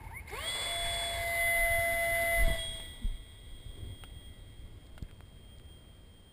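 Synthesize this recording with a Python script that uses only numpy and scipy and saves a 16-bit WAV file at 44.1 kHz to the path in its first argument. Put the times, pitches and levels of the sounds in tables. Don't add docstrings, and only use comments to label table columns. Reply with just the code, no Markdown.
import sys
import numpy as np
from scipy import signal
from scipy.fft import rfft, irfft
from scipy.io import wavfile
from scipy.ndimage import uniform_filter1d

SR = 44100
rng = np.random.default_rng(int(sys.argv[2]) if len(sys.argv) > 2 else 0)


def nominal_scale(level):
    x = np.asarray(level, float) / 20
    return 10 ** x


def put_to_file(sound):
    columns = np.atleast_2d(sound).T
    safe = np.clip(columns, -1, 1)
    whole_steps = np.round(safe * 32767)
    wavfile.write(sys.argv[1], SR, whole_steps.astype(np.int16))


N = 279064
T = np.arange(N) / SR


def in_time(rows):
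    s, *columns = np.transpose(rows)
    return [np.interp(T, s, c) for c in columns]


def rms_one(x):
    return x / np.sqrt(np.mean(x ** 2) + 1e-20)


def band(x, low_hz, high_hz, order=2):
    return signal.sosfilt(signal.butter(order, [low_hz, high_hz], "band", fs=SR, output="sos"), x)


def noise():
    return rng.standard_normal(N)


def drift(rate_hz):
    r = np.exp(-80 * np.pi * rate_hz / SR)
    slow = signal.lfilter([1], [1, -2 * r, r * r], rng.standard_normal(N // 40 + 2002))[2000:]
    return np.interp(np.arange(N) / 40, np.arange(len(slow)), rms_one(slow))


def resonance(x, hz, width_hz):
    r = np.exp(-np.pi * width_hz / SR)
    b = np.array([1, 0, -1]) * (1 - r * r) / 2
    return signal.lfilter(b, [1, -2 * r * np.cos(2 * np.pi * hz / SR), r * r], x)


def sine(hz):
    return np.sin(2 * np.pi * np.cumsum(hz) / SR)


def swaying(rows):
    return sum(db * np.exp(-((T - s) / width_s) ** 2) for s, db, width_s in rows)


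def surges(s, hold_s, db, rise_db_per_s, fall_db_per_s, calm_db):
    gain = nominal_scale(calm_db) + 0 * T
    for at, stay, top_db in zip(s, hold_s, db):
        near = slice(max(int((at - .5) * SR), 0), int((at + stay + .5) * SR))
        before = np.clip(at - T[near], 0, 1)
        after = np.clip(T[near] - at - stay, 0, 1)
        surge = nominal_scale(top_db - rise_db_per_s * before - fall_db_per_s * after)
        gain[near] = np.maximum(gain[near], surge)
    return uniform_filter1d(gain, size=round(SR * 4 / rise_db_per_s))


# frequency in Hz, density in dB per Hz.
FIELD_SPECTRUM = [(76, -33), (130, 5), (642, -9), (883, -15.5), (1960, -18.5), (2700, -19.5), (3020, -19),
                  (3270, -17), (3430, -21.5), (5110, -23.5), (5900, -29.5), (7670, -72), (13000, -120)]


def field():
    hz = np.maximum(np.fft.rfftfreq(N, 1 / SR), 1)
    corner_hz, corner_db = np.transpose(FIELD_SPECTRUM)
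    shape_db = np.interp(np.log(hz), np.log(corner_hz), corner_db)
    hush = irfft(rfft(noise()) * nominal_scale(shape_db), N)
    return nominal_scale(-61.5 + 1.0 * drift(0.45)) * rms_one(hush)


# time in seconds, level in dB.
BREEZE = [(0, 2.5), (2.8, 0.2), (3.3, -4), (3.9, 1.5), (4.6, -3), (5.3, -4), (6.33, -8)]
CALM_DB = [-53, -49.5, -61]
# start in seconds, hold in seconds, deep buffet in dB, flutter in dB.
GUSTS = [(0, 0.054, -67, -41), (0.543, .01, -48, -60), (0.845, .01, -34.5, -41.5), (0.894, 0.044, -46, -42),
         (1.157, .01, -56, -40), (1.233, .03, -44.5, -56), (1.423, .02, -42.5, -57),
         (1.605, .04, -37, -47.5), (1.72, 0.008, -36, -50), (1.79, .04, -46, -42),
         (1.964, 0.0076, -38.5, -52), (2.13, 0.028, -44, -58), (2.303, .02, -42.5, -52),
         (2.386, 0.14, -27, -54), (2.68, 0.04, -37, -54), (2.788, .02, -42, -52), (3.104, .03, -38, -56),
         (3.438, .01, -49, -49), (3.564, 0.0072, -40.5, -52), (3.667, .01, -43.5, -43),
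         (3.795, .01, -46, -55), (3.848, 0.024, -58, -40), (4.11, 0.035, -54, -45.5),
         (4.557, 0.19, -50, -50), (4.933, .01, -47, -50), (5.05, .01, -45, -56), (5.613, .01, -51, -58)]
# start in seconds, hold in seconds, rustle in dB.
WASH = [(.5, .05, -55.5), (1.55, 0.0084, -53.5), (1.853, 0.061, -52), (2.054, 0.34, -51),
        (2.537, .02, -51.5), (2.794, .01, -55.5), (3.8, 0.074, -53.5)]


def wind(lumpy_db=-1.5):
    rise, fall, wash_rise, wash_fall = 285, 170, 53, 49
    breeze_db, = in_time(BREEZE)
    deep_calm_db, flutter_calm_db, rustle_calm_db = [db + breeze_db for db in CALM_DB]
    deep_calm_db = deep_calm_db + np.interp(T, [.45, 0.74], [-19, 0])
    s, hold_s, deep_db, flutter_db = np.transpose(GUSTS)
    gust = nominal_scale(lumpy_db * drift(21))
    deep = rms_one(band(noise(), 9.9, 39.7) * nominal_scale(lumpy_db * drift(10)))
    flutter = rms_one(band(noise(), 38.0, 105.0, order=4) * gust)
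    rustle = nominal_scale(-4.0) * rms_one(band(noise(), 163, 404) * gust)
    return (surges(s, hold_s, deep_db, rise, fall, deep_calm_db) * deep
            + surges(s, hold_s, flutter_db, rise, fall / 2, flutter_calm_db) * flutter
            + surges(*np.transpose(WASH), wash_rise, wash_fall, rustle_calm_db) * rustle)


# low Hz, high Hz, rattle share, t60 in seconds, rebound share.
CONTACTS = [
    (120, 3160, 0.9, 0.041, 0.37),
    (3480, 5350, 0.35, 0.011, .01),
    (1400, 2480, 1.9, 0.18, .01),
    (1000, 4000, .3, 0.01, .2),
    (150, 2300, .1, .006, .01),
]
# time in seconds, peak in dB.
TICKS = [
    [(2.799, -40.5), (4.0371, -36.5), (4.979, -39.5)],
    [(4.866, -50), (4.871, -51), (5.0254, -41.5), (5.0265, -46), (5.2067, -51), (5.283, -54), (5.585, -46)],
    [(5.031, -57), (5.085, -56)],
    [(5.112, -45), (5.598, -46)],
    [(5.2065, -38.5)],
]


def ticks():
    out, t = np.zeros(N), np.arange(3000) / SR
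    push = 3 * np.exp(-t / .00007) + 0.45 * np.exp(-t / 0.0012)
    for (low_hz, high_hz, share, t60_s, rebound), hits in zip(CONTACTS, TICKS):
        for s, db in hits:
            burst = share * rng.standard_normal(3000) * nominal_scale(-60 * t / t60_s) - push
            burst = burst + rebound * np.interp(t - 0.001376, t, burst, left=0)
            at = round(s * SR)
            out[at:at + 3000] += 0.98 * nominal_scale(db) * band(burst, low_hz, high_hz, order=3)
    return out


# time in seconds, signed step, rise in seconds, ring in Hz, t60 in seconds.
BUMPS = [
    (2.48, -0.11, 0.00089, 60, 0.056),
    (2.5016, -0.16, 0.00093, 59.5, 0.0095),
    (3.044, 0.11, 0.0039, 31.3, 0.245),
    (5.023, -0.087, 0.0029, 30.3, 0.037),
    (5.0255, 0.072, 0.0013, 32, 0.083),
]


def bumps():
    out = np.zeros(N)
    for s, step, rise_s, hz, t60_s in BUMPS:
        since = np.clip(T - s, 0, 1)
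        swing = np.cos(2 * np.pi * hz * since) * nominal_scale(-60 * since / t60_s)
        out += step * np.tanh(since / rise_s) ** 2 * swing
    return out


# time in seconds, frequency in Hz, level in dB.
CREAK = [(3.012, 270, -74), (3.02, 240, -44), (3.04, 223, -46), (3.06, 194, -41), (3.075, 170, -70)]


def creak():
    hz, db = in_time(CREAK)
    sounding = (T > CREAK[0][0]) & (T < CREAK[-1][0])
    return sounding * nominal_scale(db) * sine(hz)


# time in seconds, frequency in Hz, level in dB.
WHISTLE = [(4.0, 2050, -86), (4.3, 2075, -72), (4.5, 2076, -77), (4.7, 2150, -76), (4.82, 2160, -81),
           (5.0, 2130, -88)]


def whistle(waver=0.00376):
    hz, db = in_time(WHISTLE)
    return nominal_scale(db + 3.5 * drift(18)) * sine(hz * (1 + waver * drift(14)))


# arrival in seconds, departure in seconds.
POSES = [(0, .285), (.333, .41), (.49, .6), (.75, 1.07), (1.44, 1.52), (1.72, 2.41), (2.49, 2.53),
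         (2.63, 2.66), (3.0, 4.4), (5.0, 6.3)]


def by_pose(gains):
    flown_s = np.clip(T - 2.47, 0, None)
    metres = 1 + 9.8 * flown_s + 0.87 * flown_s ** 2 / 2
    return np.interp(T, np.sort(np.ravel(POSES)), np.repeat(gains, 2)) / metres


# time in seconds, shaft speed in Hz.
SPIN = [(0, 12), (.045, 28), (.1, 79), (.13, 100), (.17, 120), (.25, 153), (.277, 207), (.306, 320),
        (.315, 360)]
# time in seconds, shaft speed as heard in Hz.
SHAFT = [(0.305, 330.8), (0.38, 534), (0.42, 621), (0.47, 666), (0.52, 679.5), (0.62, 684.8), (1, 682.7),
         (1.2, 680.7), (1.7, 677.2), (2.3, 675.2), (2.4, 675.4), (2.47, 667.9), (2.6, 660.4), (2.75, 657.3),
         (3.05, 654.1), (4.2, 650.8), (5.4, 644.4), (6.33, 641.2)]


def flow(idle_hz=140, full_hz=685):
    speed_hz = np.where(T < SHAFT[0][0], in_time(SPIN)[0], in_time(SHAFT)[0])
    return (np.maximum(speed_hz, idle_hz) / full_hz) ** 1.42


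# frequency in Hz, width in Hz, dB held low, dB raised to throw, dB flying away.
FUSELAGE = [(553, 195, -4, -3, -1), (905, 102, -2, -1, 1), (1105, 110, -4.5, -2, -1.5)]
DUCT = [(1493, 113, -10.5, -5.5, -7), (1653, 210, -6.5, -2, -10), (2152, 124, -0.2, 2.3, 2.9),
        (2605, 28, -11, -49, -16)]
NOZZLE = [(2906, 153, -3, 4.5, -9), (3375, 135, 0.5, 2, 5), (3568, 138, 1.5, 4, 4), (3830, 180, 2, 5, 3),
          (3970, 430, -3.5, 0.5, -5), (4290, 320, 0, 0, -22), (4453, 210, 3, 0.5, -12.5),
          (5040, 820, -10, -8.5, -15.5)]
# fuselage rumble, duct roar or nozzle hiss at one metre, in dB per pose.
RUSH_DB = [
    [-47, -50, -45.5, -48, -52.5, -53.5, -52, -52, -54, -48.5],
    [-42.5, -44, -45, -45, -50.5, -49.5, -51, -47, -50.5, -51],
    [-62, -52.5, -49, -52, -56, -56.5, -54.5, -44, -48, -52],
]
ATTITUDE_S = [1.1, 1.45, 2.45, 2.7]
# time in seconds, pitch ratio.
RECEDING = [(2.42, 1), (2.7, .992), (6.33, .988)]
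# time in seconds, level in dB, width in seconds.
RUSH_SWAYS = [(.5, -1, 0.059), (2.05, -1, 0.2), (2.53, 3.5, 0.033), (2.8, 1.5, 0.055), (3.74, 2.5, 0.3)]


def airflow(patchy_db=0.79):
    read_at = np.cumsum(in_time(RECEDING)[0])
    common_db = swaying(RUSH_SWAYS) + patchy_db * drift(23.0)
    strength = flow()
    out = 0
    for pose_db, modes, lift_db in zip(RUSH_DB, (FUSELAGE, DUCT, NOZZLE), (1.5, 2.5, 5.0)):
        white, rush = noise(), 0
        for i, (hz, width_hz, low_db, raised_db, away_db) in enumerate(modes):
            aim_db = np.interp(T, ATTITUDE_S, [low_db, raised_db, raised_db, away_db])
            gain = (-1) ** i * nominal_scale(aim_db + patchy_db * drift(2.7))
            rush = rush + gain * resonance(white, hz, width_hz)
        rush = rms_one(np.interp(read_at, np.arange(N), rush))
        out = out + by_pose(nominal_scale(pose_db)) * strength * nominal_scale(lift_db + common_db) * rush
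    return out


# frequency in Hz, width in Hz, lift given to a passing tone in dB.
SHELL = [
    (903, 59, 1),
    (2159, 31.5, 1),
]


def through_shell(tones):
    return tones + sum(nominal_scale(lift_db) * resonance(tones, hz, width_hz) for hz, width_hz, lift_db in SHELL)


# shaft multiple, dB off resonance,
# flare in the low mode in dB, flare in the high mode in dB, flare width in octaves.
POLES = [(18, -66.5, 15.5, 21.5, 0.24), (9, -80, 23, 3, .5), (6, -78, 9, 3, 0.22)]
THROTTLE_DB = [5.5, 0.1, 9]


def pole_whine():
    spin_hz = in_time(SPIN)[0]
    turn = 2 * np.pi * np.cumsum(spin_hz * (1 + 0.0094 * drift(48.0))) / SR
    whine = 0
    for (k, db, *flare_db, octaves), kick_db in zip(POLES, THROTTLE_DB):
        near_db = sum(flare * np.exp(-(np.log2(k * spin_hz / hz) / octaves) ** 2)
                      for flare, (hz, _, _) in zip(flare_db, SHELL))
        falter_db = -17 * (k > 7) * np.clip((T - 0.19) / 0.033, 0, 1)
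        drive_db = np.where(T < .276, falter_db, kick_db)
        whine = whine + nominal_scale(db + near_db + drive_db + 3.5 + 1.8 * drift(44)) * np.sin(k * turn)
    return through_shell(whine)


# time in seconds, low mode in dB, high mode in dB.
JOLTS = [(0, -49.5, -70), (.04, -50, -66), (.07, -62, -55), (.11, -50.5, -57), (.2, -70, -51),
         (0.281, -55, -43.5), (.298, -60, -56)]


def cogging():
    shake = noise() * nominal_scale(1.5 * drift(40))
    s, *jolt_db = np.transpose(JOLTS)
    return sum(surges(s, 0 * s, db, 1000, 350, calm_db) * rms_one(resonance(shake, hz, width_hz))
               for db, calm_db, (hz, width_hz, _) in zip(jolt_db, [-68, -66.5], SHELL))


def motor_start():
    return (pole_whine() + cogging()) * np.clip((.31 - T) / 0.0042, 0, 1)


TONE_DB = {1: [-54, -49, -54, -41, -36.5, -34, -37, -40, -57, -50], 2: [-74, -54.5, -59.5, -63.5, -58,
           -57.5, -69, -82, -76, -65], 3: [-55, -57, -46, -47, -32.5, -32.5, -38, -38.5, -50, -49.5], 5:
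           [-80, -48.5, -37, -37, -45.5, -52, -36, -29.5, -38, -33.5], 6: [-68, -66, -51.5, -56.5, -60,
           -64.5, -58, -55, -66, -66], 8: [-95, -90, -93, -67, -88, -64, -70, -81, -86, -80]}
REVERSED = {3: range(6, 10), 5: range(4, 6)}
SWAYS = {1: [(.338, 6.5, .015), (.415, -7.5, 0.024), (.46, 5.5, 0.043), (.52, -11, 0.035), (.63, -3, .05),
         (2.425, -7, 0.04), (2.7, -6.5, .035), (2.8, 0.5, .04), (2.92, -11, 0.065)], 2: [(.335, 7.5, 0.021),
         (.385, 12, 0.014), (1.3, -8, 0.17)], 3: [(.44, 1, 0.018), (.52, 4, 0.027), (1.1, -6, 0.09),
         (1.55, 3.5, 0.17), (2.4, 1.5, 0.12), (2.72, -6.5, 0.089), (2.86, 1.5, 0.031), (4.3, 5.5, 0.34),
         (5.05, -9, 0.22), (5.6, 1, .2)], 5: [(.318, -13, 0.011), (.338, 9, 0.0076), (.485, 4, 0.012),
         (1.62, -6, 0.1), (1.73, 4.5, 0.071), (2.465, -9.5, 0.012), (2.503, -12, 0.0066),
         (2.565, -8.5, 0.02), (2.72, 0.5, .08), (3.15, -2.5, 0.38), (4.1, 4, 0.55), (5.0, -5.5, 0.46),
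         (5.7, 2, 0.23), (1.22, -7.5, 0.048)], 8: [(1.56, -14, .04)]}


def tone_gain(k):
    lobes = [-1 if pose in REVERSED.get(k, ()) else 1 for pose in range(len(POSES))]
    return by_pose(nominal_scale(TONE_DB[k]) * lobes) * nominal_scale(swaying(SWAYS.get(k, ())))


# shaft multiple, place in TONE_DB (from 0) of the tone followed, offset in dB.
FAINT = [(4, 3, -39), (7, 4, -5.5)]


def fan(wobble_db=0.68, far_wobble_db=1.4, jitter=0.00039, spool_rough_db=2.6):
    levels = [tone_gain(k) for k in TONE_DB]
    orders = list(zip(TONE_DB, levels))
    orders += [(k, levels[place] * nominal_scale(db)) for k, place, db in FAINT]
    turn = 2 * np.pi * np.cumsum(in_time(SHAFT)[0] * (1 + jitter * drift(12.7))) / SR
    flicker_db = np.interp(T, [2.4, 3.2], [wobble_db, far_wobble_db])
    rough_db = spool_rough_db * np.interp(T, [.4, .5, 2.44, 2.48, 2.56, 2.64], [1, 0, 0, 1, 1, 0])
    whine = 0
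    for k, gain in orders:
        unsteady_db = flicker_db * drift(8.6) + rough_db * drift(63)
        whine = whine + gain * nominal_scale(unsteady_db) * np.sin(k * turn + k * k)
    return np.sqrt(2) * through_shell(whine * np.clip((T - SHAFT[0][0]) / 0.0065, 0, 1))


def scene():
    mount = ticks() + bumps() + creak()
    return (field() + wind() + mount + whistle() + airflow() + motor_start() + fan())[None]


def band_limit(x):
    return signal.sosfilt(signal.butter(12, 15710, fs=SR, output="sos"), x)


def record(dry):
    slow = signal.resample_poly(dry, 40, 147, axis=1)
    held = np.repeat(slow, 4, axis=1)[:, 1:]
    x = signal.resample_poly(held, 147, 160, axis=1)[:, :N]
    x = signal.sosfiltfilt(signal.ellip(10, .3, 30, 15283, fs=SR, output="sos"), x)
    mix = np.pad(x, ((0, 0), (0, N - x.shape[1])))
    return band_limit(mix)


dry = scene()
out = record(dry)
put_to_file(out)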